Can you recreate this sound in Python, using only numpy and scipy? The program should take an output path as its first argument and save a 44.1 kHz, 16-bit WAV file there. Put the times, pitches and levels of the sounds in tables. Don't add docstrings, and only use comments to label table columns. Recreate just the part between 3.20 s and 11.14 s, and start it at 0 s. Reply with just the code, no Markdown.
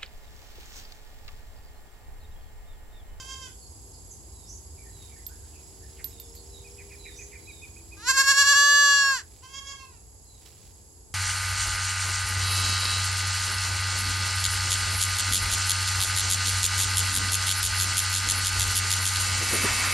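import sys
import numpy as np
from scipy import signal
from scipy.fft import rfft, irfft, next_fast_len
from scipy.io import wavfile
from scipy.ndimage import uniform_filter1d, map_coordinates

SR = 44100
rng = np.random.default_rng(int(sys.argv[2]) if len(sys.argv) > 2 else 0)


def to_wav(sig):
    pcm = np.clip(np.atleast_2d(sig), -1, 1) * 32767
    pcm = np.round(pcm).astype(np.int16)
    wavfile.write(sys.argv[1], SR, pcm.T)


N = 350154
TIME = np.arange(N) / SR


def goats():
    # centre in Hz, half width at ease in Hz,
    # relative level in dB, left minus right in dB.
    near_throat = [(1062.6, 81, -27.5, -1.5), (1674, 143, -21, 1.5), (2770, 306, -35.5, -9),
                   (3385, 69, -36.5, 7), (4050, 59, -41.5, -58), (4493, 300, -31.5, -10),
                   (5532, 120, -32.5, 4), (6300, 160, -34, 8.5), (7277, 202, -32, -6),
                   (9200, 310, -54.5, 12.5), (10735, 254, -50.5, -22), (11540, 290, -54, 13.5),
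                   (13820, 1100, -65, -9.5)]
    far_throat = [(1043, 80, -43, -0.5), (1490, 400, -50, -1.5), (2260, 300, -53, -4),
                  (2715, 390, -57.5, -19), (3256, 202, -43.5, -8.5), (4810, 160, -48, -2),
                  (5300, 640, -50.5, -20), (6420, 450, -48, 3), (7200, 250, -47, -13),
                  (11200, 510, -70, -26)]
    # start, crest, end, attack and release in seconds, crest pitch in Hz, crest drive in dB,
    # strain at ease (0-1), strain added by the quaver (0-1).
    bleats = [(-.3, 0.131, .35, 0.11, .14, 531.6, -1.5, 0.33, .3),
              (4.769, 5.576, 6.02, 0.13, 0.14, 571.7, 6.5, 0.26, 0.78),
              (6.203, 6.428, 6.85, 0.03, .37, 551.2, 3, 0.17, .08)]
    # first catch in seconds, catches a second, depth in dB, seconds it lasts.
    quavers = [(.018, 7.7, 6.0, .9), (4.8125, 9.57, 10.0, .61), (6.268, 7.7, 9.5, 1.0)]
    first_push, long_push, last_push = map(chest_push, bleats, quavers)
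    near_folds = dict(sag=.042, jitter=.005, rasp=.011, breath_db=-22)
    far_folds = dict(sag=.026, jitter=.009, rasp=.014, breath_db=-15)
    # frequency in Hz, lead of the left side in radians.
    near_lead = [(0, 0), (2070, 0.28), (2330, 2), (3190, -1.5), (4310, -1.9), (5170, 0.7), (6550, -1.7),
                 (7060, 5.2), (8530, 7), (10100, 8), (10400, 4), (10900, 5.5), (12100, -7), (16000, -7)]
    near = bleat(long_push, near_throat, **near_folds, strain_db=10, widen=.43, dull=.016,
                 notch_db=16, shut_db=6, left_lead=near_lead, opening_s=4.89)
    first = bleat(first_push, far_throat, **far_folds, strain_db=1, widen=.13, dull=.47,
                  nasal_db=-9, notch_db=14)
    last = bleat(last_push, far_throat, **far_folds, strain_db=0, widen=.1, dull=.13,
                 nasal_db=-2, shut_db=5, opening_s=6.32, closing_s=6.52)
    return yard(near, wet_db=-21, t60=.16) + yard(first + last, wet_db=-7, t60=.2)


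def chest_push(shape, catches, strain_eases_s=.57):
    start, crest, end, attack, release, top_hz, top_db, ease, quaver_strain = shape
    t = TIME[(TIME >= start) & (TIME < end)]
    arch = ((t - crest) / np.where(t < crest, crest - start, end - crest)) ** 2
    onset = np.maximum(1 - (t - start) / attack, 0)
    ending = np.maximum(1 - (end - t) / release, 0)
    dip_db, jolt = quaver(t, *catches)
    pitch = top_hz * (1 - .088 * arch) * (1 - .26 * onset) * (1 - .4 * ending ** 4)
    pitch *= 1 + .0025 * drift(18, len(t))
    level_db = top_db - 9.5 * arch - 28.5 * onset - 26 * ending ** 3
    early = np.maximum(1 - ((t - start - attack) / strain_eases_s) ** 2, 0)
    strain = np.clip(ease + quaver_strain * early + ending ** 2, 0, 1)
    return t, pitch, level_db, strain, dip_db * (1 - onset), jolt


def quaver(t, first_s, rate, depth_db, lasts_s, edge_s=.0045, catch_share=.52):
    dip_db, jolt = 0, 0
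    for s in np.arange(first_s, first_s + lasts_s, 1 / rate):
        vigour = max(1 - ((s - first_s) / lasts_s) ** 2, 0)
        length, catch_db = catch_share / rate * np.sqrt(vigour), depth_db * vigour
        closing, opening = np.tanh((t - s) / edge_s), np.tanh((t - s - length) / (2 * edge_s))
        dip_db += catch_db * (closing - opening) / 2
        jolt += np.exp(-((t - s - .003) / .009) ** 2)
        jolt += .05 * catch_db * np.exp(-((t - s - length - .006) / .009) ** 2)
    return dip_db, jolt


def bleat(push, throat, sag, jitter, rasp, breath_db, strain_db, widen, dull, nasal_db=0, notch_db=0,
          shut_db=0, left_lead=[(1000, 0)], opening_s=-np.inf, closing_s=np.inf):
    t, pitch, level_db, strain, dip_db, jolt = push
    size, slow = len(t), slice(None, None, 32)
    pitch = pitch * (1 - sag * jolt) * (1 + jitter * (.2 + strain) * drift(80, size))
    phase = turns(pitch) + rasp * (.3 + .5 * strain + 2 * jolt * strain) * drift(520, size)
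    centre, width, peak_db, side_db = np.transpose(throat)[:, :, None]
    nose = centre == centre.min()
    shut = np.clip(np.maximum(opening_s - t[slow], t[slow] - closing_s) / .15, 0, 1)
    centre = centre * (1 - .19 * ~nose * shut)
    peaks = from_db(peak_db + np.where(nose, nasal_db, -shut_db * shut))
    softness_db = dip_db + np.maximum(-level_db, 0)
    bright_db = strain_db * strain[slow] - dull * softness_db[slow] - 12 * shut
    sides = np.hstack([pan(db) for db in side_db[:, 0]])
    voice, out = np.zeros((2, size)), np.zeros((2, N))
    for k in range(1, 28):
        hz = k * pitch[slow]
        detune = (hz - centre) / (width * (1 + widen * strain[slow]))
        power = (peaks / (1 + detune ** 2)) ** 2
        treble = np.clip(hz / 8000, 0, 1.3)
        swallowed_db = notch_db * (1 - strain[slow]) / (1 + ((hz - 2300) / 150) ** 2)
        gains = np.sqrt(sides ** 2 @ power) * from_db(treble * bright_db - swallowed_db)
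        lag = np.interp(t, t[slow], np.arctan(detune).sum(axis=0))
        angle = k * phase - lag + at_hz(left_lead, k * pitch) * [[.5], [-.5]]
        hiss = from_db(breath_db) * treble.mean() ** 2 * (1 + jolt)
        wave = (1 + hiss * drift(700, size)) * np.cos(angle) + hiss * drift(700, size) * np.sin(angle)
        voice += np.array([np.interp(t, t[slow], g) for g in gains]) * wave
    add(out, t[0], np.sqrt(2) * voice * from_db(level_db - dip_db))
    return out


def ticks(low_hz=13060, low_t60=.12, snap_t60=.01):
    # start in seconds, snap level before its band-pass in dB, upper ring in Hz, its level
    # in dB, its t60 in seconds, level of the lower, longer ring in dB.
    strikes = [(2.0654, -26.5, 13300, -26.5, 0.052, -60), (2.843, -22, 13400, -22.5, 0.034, -27),
               (2.999, -26.5, 13300, -33.5, .06, -50), (3.1516, -32.5, 13200, -54, .08, -45),
               (3.306, -48, 13300, -60, 0.028, -75)]
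    out, t = np.zeros(N), TIME[:SR // 4]
    for s, snap_db, ring_hz, ring_db, t60, low_db in strikes:
        burst = rng.standard_normal(len(t)) * from_db(snap_db - 60 * t / snap_t60)
        upper = from_db(ring_db - 60 * t / t60) * np.sin(2 * np.pi * ring_hz * t)
        lower = from_db(low_db - 60 * t / low_t60) * np.sin(2 * np.pi * low_hz * t)
        add(out, s, band(burst, 4070, 5300, order=1) + (upper + lower) * (1 - np.exp(-t / .00037)))
    return yard(out * pan(-9), wet_db=-15, t60=.2)


def near_bird():
    # time in seconds, pitch in Hz.
    chirp_arch = [(0, 2150), (.012, 2520), (.028, 2490), (.055, 2200)]
    # start in seconds, level in dB, rasp (0 pure, 2 harsh).
    scolds = [(2.762, -54, 2.4), (3.571, -54.5, 1.2), (3.693, -56.5, 1.1), (3.836, -48.5, 1.0),
              (3.977, -54, 1.15), (4.105, -51.5, 1.1)]
    out = np.zeros(N)
    arch, = in_time(chirp_arch, TIME[TIME < chirp_arch[-1][0]])
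    for s, level_db in call_run(3.436, gap_s=.133, count=10, top_db=-49, crest_s=4.26, slowing_s=.0021):
        add(out, s, bird_note(arch, level_db, rasp=.1))
    for s, level_db, rasp in scolds:
        add(out, s, bird_note(np.geomspace(2650, 1750, int(.07 * SR)), level_db, rasp))
    return yard(out * pan(-4.5), wet_db=-12, t60=.3)


def far_birds(fall=.14, home_hz=1965, pull=.74):
    # start and length in seconds, starting pitch in Hz, level in dB.
    whistles = [(0.378, 0.091, 4780, -63), (1.11, 0.19, 4050, -67), (1.689, .22, 4080, -61.5),
                (2.876, .21, 3905, -62), (3.295, .12, 4100, -56), (3.762, .2, 4120, -54.5),
                (4.195, 0.26, 4040, -60), (7.037, .18, 4230, -62.5)]
    # start in seconds, starting pitch in Hz, level in dB.
    cheeps = [(.708, 5180, -57.5), (.89, 7200, -50.5), (2.542, 5100, -62), (3.136, 4920, -57)]
    # start in seconds, level in dB.
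    squeaks = [(1.25, -51), (3.93, -49)]
    # start in seconds, starting pitch in Hz, level in dB.
    warble = [(1.568, 2400, -65), (1.635, 1810, -63.5), (1.888, 2400, -64), (1.954, 1870, -61.5),
              (2.088, 1417, -64), (2.222, 1473, -65.5), (2.328, 2880, -60), (2.6, 1605, -65.5)]
    out = np.zeros(N)
    for s, length_s, hz, level_db in whistles:
        add(out, s, bird_note(slide(hz, hz * (1 - fall), length_s), level_db, rasp=.19))
    for s, hz, level_db in cheeps:
        add(out, s, bird_note(slide(hz, hz * (1 - fall), length_s=.058), level_db, rasp=.8))
    for s, level_db in squeaks:
        add(out, s, bird_note(slide(6650, 4500, length_s=.15, bend=3)[::-1], level_db, rasp=.8))
    for s, hz, level_db in warble:
        add(out, s, bird_note(slide(hz, hz + pull * (home_hz - hz), length_s=.06), level_db, rasp=.85))
    return yard(out * pan(-4.5), wet_db=-3, t60=.2)


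def bird_note(hz, level_db, rasp):
    size = len(hz)
    swell = np.sqrt(2 * np.hanning(size)) * (1 + .45 * drift(76.7, size))
    pitch = hz * (1 + .075 * rasp * drift(900, size))
    return from_db(level_db) * swell * np.sin(turns(pitch))


def insects():
    # centre and width in Hz, level in dB, wing strokes a second, stroke depth (0-1),
    # left minus right in dB.
    choirs = [(6733, 690, -57, 26, .2, -2), (7677, 700, -55, 20, 0.1, -2.5),
              (10966, 730, -57, 110, 0.2, -4.5), (10150, 700, -66.5, 160, .4, -0.5),
              (4986, 880, -62.5, 32, 0.2, -6.5)]
    out = np.zeros((2, N))
    for hz, width, level_db, strokes, depth, side_db in choirs:
        mid, side = band(rng.standard_normal((2, N)), hz - width / 2, hz + width / 2, order=3)
        pulse = 1 + depth * np.sin(turns(strokes * (1 + .014 * drift(8))))
        buzz = rms_one(pulse * (mid + side * [[1], [-1]]))
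        out += pan(side_db) * from_db(level_db + .5 * drift(14)) * buzz
    return out


def cricket(strokes_per_s=30, hz=5300, trill_s=.115):
    out = np.zeros(N)
    stroke = TIME[TIME < trill_s] * strokes_per_s % 1
    pulses = 2 * np.sin(np.pi * stroke) ** 4
    for s, level_db in call_run(2.41, gap_s=.211, count=7, top_db=-59, crest_s=3.24):
        pitch = hz * (1 - .064 * (stroke - .5) + .0245 * drift(723, len(stroke)))
        add(out, s, from_db(level_db) * pulses * np.sin(turns(pitch)))
    return pan(-2) * out


def rustle(grains_per_s=1800, walk_s=(1.96, 6.6), walk_db=-63, edge_s=.5, attack_s=.049, decay_s=.097):
    # peak time in seconds, level in dB.
    brushes = [(.02, -55), (1.05, -69), (1.82, -60), (6.15, -61), (7.26, -48.5), (7.46, -57)]
    # frequency in Hz, relative level in dB.
    leaf_spectrum = [(200, -1.5), (700, -2), (1500, 1), (4800, 7), (9000, -3.5), (15500, -4)]
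    walking = (np.tanh((TIME - walk_s[0]) / edge_s) - np.tanh((TIME - walk_s[1]) / edge_s)) / 2
    level = from_db(walk_db) * walking
    for s, db in brushes:
        level += from_db(db) * np.exp(-np.maximum((s - TIME) / attack_s, (TIME - s) / decay_s))
    born = rng.random(N) < grains_per_s * from_db(4 * drift(45)) / SR
    grains = born * (rng.standard_normal(N) + .5 * rng.standard_normal((2, N)))
    return pan(-7) * level * coloured(grains, leaf_spectrum)


def engine(base_db=-67, swell_db=13, swell_s=1):
    # time in seconds, firings a second.
    speed = [(0, 81), (2.8, 76.2), (4.0, 81.5), (7.94, 87.5)]
    # multiple of the firing rate, level against base_db in dB, crest of its swell in seconds.
    orders = [(1, 4, 2.39), (4, -3.5, 4.8), (5, 0.5, 3.58), (6, -3.5, 3.38), (9, -15.5, 3.2)]
    rate, = in_time(speed)
    phase = turns(rate * (1 + .008 * drift(20)))
    drone = np.zeros(N)
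    for k, db, crest_s in orders:
        swell = np.exp(-((TIME - crest_s) / swell_s) ** 2)
        drone += from_db(db + swell_db * swell + 2 * drift(6.4)) * np.sin(k * phase)
    return pan(.46) * from_db(base_db) * drone


def air(level_db=-48):
    # frequency in Hz, relative level in dB.
    spectrum = [(25, -34.5), (40, -11.5), (55, 4.5), (90, 0.5), (130, -9.5), (200, -17), (420, -17),
                (560, -24), (900, -20.5), (1300, -33), (2600, -36.5), (5000, -36), (9000, -44),
                (15500, -45.5)]
    # frequency in Hz, left minus right in dB.
    balance = [(60, -1), (110, 0.5), (200, 7), (400, 3), (1000, 0.5), (2400, -3), (5000, -14.5),
               (9000, 0.5), (13000, -2.5)]
    # frequency in Hz, likeness of left and right (0-1).
    likeness = [(50, 1), (160, 0.56), (400, 0.65), (1500, 0.077), (12000, 0.72)]
    size = next_fast_len(N)
    hz = np.fft.rfftfreq(size, 1 / SR)
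    mid, side = rfft(rng.standard_normal((2, size)))
    alike, sides = at_hz(likeness, hz), np.array([[1], [-1]])
    pair = np.sqrt(1 + alike) * mid + np.sqrt(1 - alike) * side * sides
    pair *= from_db(sides * at_hz(balance, hz) / 2)
    return from_db(level_db) * coloured(irfft(pair, size)[:, :N], spectrum)


def yard(x, wet_db, t60):
    t = np.arange(SR // 2) / SR
    tail = band(rng.standard_normal((2, len(t))), 400, 4200, order=1)
    tail *= from_db(-60 * t / t60) * (1 - np.exp(-t / .036))
    tail /= np.sqrt(np.sum(tail ** 2) / 2)
    return x + from_db(wet_db) * signal.fftconvolve(x, tail, axes=1)[:, :N]


def slide(from_hz, to_hz, length_s, bend=1.3):
    return from_hz + (to_hz - from_hz) * np.linspace(0, 1, int(length_s * SR)) ** bend


def call_run(first_s, gap_s, count, top_db, crest_s, slowing_s=0, fade_db=9):
    k = np.arange(count)
    s = first_s + gap_s * k + slowing_s * k * (k - 1) / 2
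    return zip(s, top_db - fade_db * (s - crest_s) ** 2)


def from_db(db):
    return 10 ** (np.asarray(db) / 20)


def rms_one(x):
    return x / np.sqrt(np.mean(x ** 2) + 1e-20)


def in_time(rows, t=TIME):
    s, *columns = np.transpose(rows)
    return [np.interp(t, s, c) for c in columns]


def at_hz(points, hz):
    point_hz, values = np.transpose(points)
    return np.interp(np.log(hz + 1), np.log(point_hz), values)


def pan(db):
    gains = from_db(np.array([[db], [-db]]) / 2)
    return gains / gains.mean()


def drift(rate, size=N):
    knots = rng.standard_normal(int(size * rate / SR) + 4)
    return map_coordinates(knots, [np.arange(size) * rate / SR + 1], order=2, mode="nearest")


def turns(hz):
    return 2 * np.pi * np.cumsum(hz) / SR


def band(x, low_hz, high_hz, order=2):
    sos = signal.butter(order, [low_hz, min(high_hz, SR * .45)], "band", fs=SR, output="sos")
    return signal.sosfilt(sos, x)


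def coloured(x, spectrum):
    size = next_fast_len(N)
    gains = from_db(at_hz(spectrum, np.fft.rfftfreq(size, 1 / SR)))
    return rms_one(irfft(rfft(x, size) * gains, size)[..., :N])


def add(out, s, sound):
    start = max(int(s * SR), 0)
    out[..., start:start + sound.shape[-1]] += sound[..., :N - start]


def scene():
    return goats() + ticks() + near_bird() + far_birds() + insects() + cricket() + rustle() + engine() + air()


def record(dry, threshold_db=-19, slope=.48, sink_db_per_s=.16, cutoff_hz=15800):
    power = uniform_filter1d(np.mean(dry ** 2, axis=0), SR // 100)
    level_db = 10 * np.log10(np.maximum(power, 1e-12))
    over_db = slope * np.maximum(level_db - threshold_db, 0)
    sink_db = sink_db_per_s * TIME
    held_db = np.maximum.accumulate(over_db - sink_db) + sink_db
    ducked = dry * from_db(-uniform_filter1d(held_db, SR // 100))
    return signal.sosfilt(signal.ellip(10, .1, 80, cutoff_hz, fs=SR, output="sos"), ducked)


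dry = scene()
out = record(dry)
to_wav(out)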